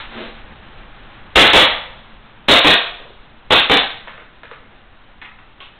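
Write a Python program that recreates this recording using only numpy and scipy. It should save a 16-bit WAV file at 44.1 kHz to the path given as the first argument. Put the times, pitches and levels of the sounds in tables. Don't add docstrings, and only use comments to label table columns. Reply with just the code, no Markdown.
import sys
import numpy as np
from scipy import signal
from scipy.fft import rfft, irfft, next_fast_len
from scipy.io import wavfile
from scipy.ndimage import uniform_filter1d

SR = 44100
rng = np.random.default_rng(int(sys.argv[2]) if len(sys.argv) > 2 else 0)


def amplitude_ratio(level_db):
    exponent = np.asarray(level_db, float) / 20
    return 10 ** exponent


def dump_mix(stems):
    frames = np.atleast_2d(stems).T
    limited = np.clip(frames, -1, 1)
    pcm = np.round(limited * 32767).astype(np.int16)
    wavfile.write(sys.argv[1], SR, pcm)


N = 255383
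SECONDS = np.arange(N) / SR

# start_s, gas_db, slide_travel_s, home_delay_s, home_db
SHOTS = [
    (1.358, 7, 0.022, 0.1, -3),
    (1.534, 4, 0.03, 0.086, -4),
    (2.485, 3.5, 0.03, 0.08, -4),
    (2.647, -0.06, 0.026, 0.062, 0.5),
    (3.507, -1, 0.01754, 0.073, -5),
    (3.698, -2.5, 0.0181, .075, -6.5),
]
# start_s, peak_db, ring_hz, board_db (hollow board beneath), far_wall_db (its answer)
PELLETS = [
    (4.0741, -21, 955, -32, -25),
    (4.08, -20, 1510, -33, -31),
    (4.179, -23.5, 1150, -33.5, -30.5),
    (4.4339, -21, 1130, -32, -32),
    (4.5136, -21, 1060, -28.5, -30),
]
# start_s, peak_db, ring_hz, width_share (of the ring)
HOLSTER = [
    (0.779, -42, 990, .9),
    (4.999, -46, 1100, .8),
    (5.172, -50, 1400, .85),
    (5.216, -24, 1900, 0.99),
    (5.223, -25.5, 1820, .45),
    (5.248, -28, 1780, .4),
    (5.388, -34, 1300, 0.95),
    (5.604, -23, 2700, 0.79),
    (5.608, -34, 1600, 0.59),
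    (5.625, -29.5, 2400, .6),
]


def rms_one(x):
    return x / np.sqrt(np.mean(x ** 2) + 1e-20)


def in_time(rows):
    s, *columns = np.transpose(rows)
    return [np.interp(SECONDS, s, column) for column in columns]


def at_hz(points, hz):
    table_hz, values = np.array(points)[:, 0], np.array(points)[:, 1]
    return np.interp(np.log(hz), np.log(table_hz), values)


def coloured(spectrum):
    size = next_fast_len(N)
    hz = np.maximum(np.arange(size // 2 + 1) * SR / size, 1)
    white = rfft(rng.standard_normal(size))
    return rms_one(irfft(white * amplitude_ratio(at_hz(spectrum, hz)), size)[:N])


def resonance(x, hz, width_hz):
    r = np.exp(-np.pi * max(width_hz, 5) / SR)
    zeros = [(1 - r * r) / 2, 0, (r * r - 1) / 2]
    poles = [1, -2 * r * np.cos(2 * np.pi * hz / SR), r * r]
    return signal.lfilter(zeros, poles, x + 1e-18)


def body(modes):
    white, out = rng.standard_normal(N), np.zeros(N)
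    for k, (hz, width_hz, db) in enumerate(modes):
        out += (-1) ** k * amplitude_ratio(db) * resonance(white, hz, width_hz)
    return rms_one(out)


def bursts(times, levels_db, rise_s, t60):
    out, t = np.zeros(N), np.arange(SR // 3) / SR
    for s, db in zip(times, levels_db):
        at = round(s * SR)
        out[at:at + len(t)] += amplitude_ratio(db - 60 * t / t60) * (1 - np.exp(-t / rise_s))
    return out


def drift(rate_hz):
    slow = rng.standard_normal(int(N / SR * rate_hz) + 2)
    wander = np.interp(SECONDS * rate_hz, np.arange(len(slow)), slow)
    return rms_one(uniform_filter1d(wander, size=501))


def knocks(table, crack, rattle):
    out, t = np.zeros(N), np.arange(4000) / SR
    dull = signal.butter(2, 3200, fs=SR, output="sos")
    for (s, db, hz, width_hz, t60), white in zip(table, rng.standard_normal((len(table), 4000))):
        contacts = rattle * white * amplitude_ratio(-60 * t / max(t60, .003)) - (t == 0)
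        ringing = resonance(resonance(contacts, hz, width_hz), hz, width_hz)
        knock = rms_one(ringing) + crack * rms_one(signal.sosfilt(dull, contacts))
        out[round(s * SR):][:4000] += amplitude_ratio(db) * knock / np.abs(knock).max()
    return out


def room(x, times, room_db, tilt_db):
    # centre_hz, t60_s
    room_t60 = [(60, 0.212), (120, 0.15), (250, 0.35), (500, 0.41), (1000, 0.51), (2000, 0.44),
                (4000, 0.39)]
    build_up_s = 0.0033
    late_db, late_stretch = -24.5, 2.52
    t, edges_hz = np.arange(SR * 3 // 4) / SR, 40 * 2 ** np.arange(0, 7.3, .6)
    white, tails = rng.standard_normal((2, len(times), len(t))), 0
    for k, (low, high) in enumerate(zip(edges_hz, edges_hz[1:])):
        band_pass = signal.butter(2, [low, high], "band", fs=SR, output="sos")
        band = signal.sosfilt(band_pass, white[k % 2])
        fall_db = -60 * t / at_hz(room_t60, np.sqrt(low * high))
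        decay = amplitude_ratio(fall_db) + amplitude_ratio(late_db + fall_db / late_stretch)
        tilt = amplitude_ratio(tilt_db * np.log2(np.clip(low, 300, 4000) / 1500))
        tails = tails + band * decay * tilt
    tails = tails * (1 - np.exp(-(t / build_up_s) ** 2))
    out = x.copy()
    starts = [round((s - .01) * SR) for s in times] + [N]
    for start, end, tail in zip(starts, starts[1:], tails):
        wet = signal.fftconvolve(x[start:end], tail / np.sqrt(np.sum(tail ** 2)))[:N - start]
        out[start:start + len(wet)] += amplitude_ratio(room_db) * wet
    return out


def background():
    # time_s, level_db
    floor = [(0, -41), (.5, -42), (1.35, -41.5), (2.1, -45), (3.2, -46.5), (5.79, -48)]
    # freq_hz, density_db (per Hz)
    rumble_colour = [(2, -7), (8, 0), (22, 5), (45, -6.5), (65, -14.5), (90, -9), (130, -13.5), (200, -18),
                     (400, -49)]
    # freq_hz, density_db (per Hz)
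    hiss_colour = [(80, -36.5), (150, -3), (230, 3), (400, -2.5), (900, -0.5), (1500, -1), (2200, -5),
                   (3200, -6.5), (6000, -14)]
    # pitch_hz, level_db (rms)
    lines = [(59.2, -57), (118.4, -58.5), (220.7, -58.5), (796.7, -61), (995.9, -73)]
    hiss_db, = in_time(floor)
    rumble_db = np.minimum(-40 + 1.52 * (hiss_db + 42), -41.5)
    rumble_db = rumble_db + 0.8 * drift(3.17) + 1.2 * drift(25)
    rumble = amplitude_ratio(rumble_db) * coloured(rumble_colour)
    hiss = amplitude_ratio(hiss_db + 0.6 * drift(20)) * coloured(hiss_colour)
    hum = np.zeros(N)
    for hz, db in lines:
        hum += amplitude_ratio(db + 1.0 + 3.0 * drift(17)) * np.sin(2 * np.pi * hz * SECONDS)
    return rumble + hiss + hum * amplitude_ratio(hiss_db - hiss_db[SR])


def draw():
    # time_s, scrape_db
    pull = [(0.072, -41.5), (0.126, -33.5), (0.174, -28), (0.212, -27.5), (0.246, -29.5), (0.276, -29),
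            (0.336, -37), (0.45, -36)]
    # mode_hz, width_hz, level_db
    cavity_modes = [(226.7, 9.8, 12), (362, 30, 3.5), (468, 67, 2.5), (650, 140, -4)]
    # freq_hz, density_db (per Hz)
    scrape_colour = [(300, -31), (600, -6), (900, -1), (1900, -1), (2600, -2.5), (3600, -2.5), (6000, -4.5)]
    scrape_db, = in_time(pull)
    grab = amplitude_ratio(-23.5 - 60 * SECONDS / 0.27)
    scrape = (amplitude_ratio(scrape_db) + grab) * coloured(scrape_colour)
    cavity_db = -35.5 + 1.84 * (scrape_db + 28.5)
    rim_bump = bursts([0.202], [-26.5], .004, 0.11)
    cavity = (amplitude_ratio(cavity_db) + rim_bump) * body(cavity_modes)
    tone = amplitude_ratio(cavity_db - 4) * np.sin(2 * np.pi * cavity_modes[0][0] * SECONDS)
    moving = np.clip((pull[-1][0] - SECONDS) / 0.066, 0, 1)
    jerks = amplitude_ratio(1.0 * drift(64.4))
    return moving * jerks * (scrape + cavity + tone)


def holster():
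    rows = []
    for s, db, hz, share in HOLSTER:
        rows.append((s, db, hz, share * hz, .045))
        rows.append((s + .004, db - 6.5, 1090, 650, .06))
    return knocks(rows, crack=.55, rattle=.36)


def settling():
    start_s, gap_s, shrink = 3.0, .055, .89
    times = start_s + gap_s * np.array([0, 1, 1 + shrink])
    rows = [(s, -33 - k * 2.5, 420, 250, 0.029) for k, s in enumerate(times)]
    return knocks(rows, crack=0.5, rattle=0.17)


def pellets():
    width_share = 0.88
    rows = []
    for s, db, hz, board_db, wall_db in PELLETS:
        rows.append((s, db, hz, width_share * hz, 0.019))
        rows.append((s + 0.0028, board_db, 470, 380, 0.055))
        rows.append((s + .02, wall_db, 1.42 * hz, width_share * hz, 0.046))
    return knocks(rows, crack=0.44, rattle=0.12)


def recoil():
    # mode_hz, width_hz, level_db
    hand_modes = [(283, 65, 2.5), (318, 110, 0), (488, 300, 1), (583, 102, 2), (798, 59, -8)]
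    s, pop_db = np.transpose(SHOTS)[:2]
    thud = body(hand_modes) * bursts(s + 0.0044, pop_db - 6.5, 0.012, 0.31)
    push = bursts(s, pop_db - 27, 0.0032, 0.097) - bursts(s + 0.01, pop_db - 28.5, 0.0073, 0.13)
    return thud - push


def muzzle():
    crack_s, over_pop_db = .0008, 2
    out, shape = np.zeros(N), np.linspace(1, -1, max(round(crack_s * SR), 4))
    for s, pop_db in np.array(SHOTS)[:, :2]:
        out[round(s * SR):][:len(shape)] += amplitude_ratio(pop_db + over_pop_db) * shape
    return out


def pistol():
    # freq_hz, density_db (per Hz)
    gas_colour = [(15, -8), (40, 11), (80, 8.5), (150, -2.5), (300, 2.5), (700, 0.5), (1500, 0),
                  (2600, 6.5), (3600, 8), (6000, -5.5)]
    # mode_hz, width_hz, level_db
    frame_modes = [(526, 268, -2.5), (713, 160, 2), (1246, 284, -2.5), (2110, 840, -6), (3606, 880, -4.5)]
    # mode_hz, width_hz, level_db
    slide_modes = [(595, 300, -36.5), (1555, 225, 3), (2660, 2180, 0.5), (2980, 820, -10.5), (3570, 430, 0),
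                   (4640, 1700, -1)]
    s, pop_db, travel_s, home_s, home_db = np.transpose(SHOTS)
    slam_db = pop_db + 1.44
    slide, frame, gas = body(slide_modes), body(frame_modes), coloured(gas_colour)
    hammer = slide * bursts(s - .0042, pop_db - 23.5, 0.00069, 0.028)
    pop = gas * bursts(s - .001, pop_db, 0.0016, 0.053)
    venting = gas * bursts(s + 0.0085, pop_db - 9.5, 0.012, 0.28)
    slam = frame * bursts(s + travel_s - .004, slam_db, 0.0016, 0.056)
    rebound = frame * bursts(s + travel_s + 0.02975, slam_db - 9, 0.0012, 0.025)
    home = slide * bursts(s + home_s - .006, home_db, 0.0031, 0.07)
    return hammer + pop + venting + slam + rebound + home


def scene():
    shots = room(pistol() + muzzle(), [row[0] for row in SHOTS], room_db=-1.6, tilt_db=1.48)
    small_times = [HOLSTER[0][0], PELLETS[0][0], PELLETS[3][0], HOLSTER[1][0]]
    small = room(pellets() + holster(), small_times, room_db=-3.5, tilt_db=1.4)
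    board = room(settling(), [3.0], room_db=-9.5, tilt_db=-5.6)
    opening = np.minimum(SECONDS / .002, 1)
    return ((shots + small + board + recoil() + draw() + background()) * opening)[None]


def roll_off(x):
    return signal.sosfilt(signal.butter(12, 16670, fs=SR, output="sos"), x)


def record(dry):
    input_top, offset, full_scale = 0.63, -.0028, .705
    guard = signal.firwin(24 * 441 + 1, 1.05 / 441, window=("kaiser", 6.0))
    coarse = signal.resample_poly(dry, 80, 441, axis=1, window=guard)
    coarse = np.clip(coarse + offset, -input_top, input_top)
    smoothing = signal.firwin(32 * 441 + 1, 1 / 441, window=("kaiser", 9.0))
    fine = signal.resample_poly(coarse, 441, 80, axis=1, window=smoothing)[:, :N]
    overshoots_clipped = np.clip(fine, -full_scale, full_scale)
    top_cut = signal.ellip(10, .1, 50, 16050, fs=SR, output="sos")
    mix = signal.sosfilt(top_cut, overshoots_clipped)
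    return roll_off(mix)


dry = scene()
out = record(dry)
dump_mix(out)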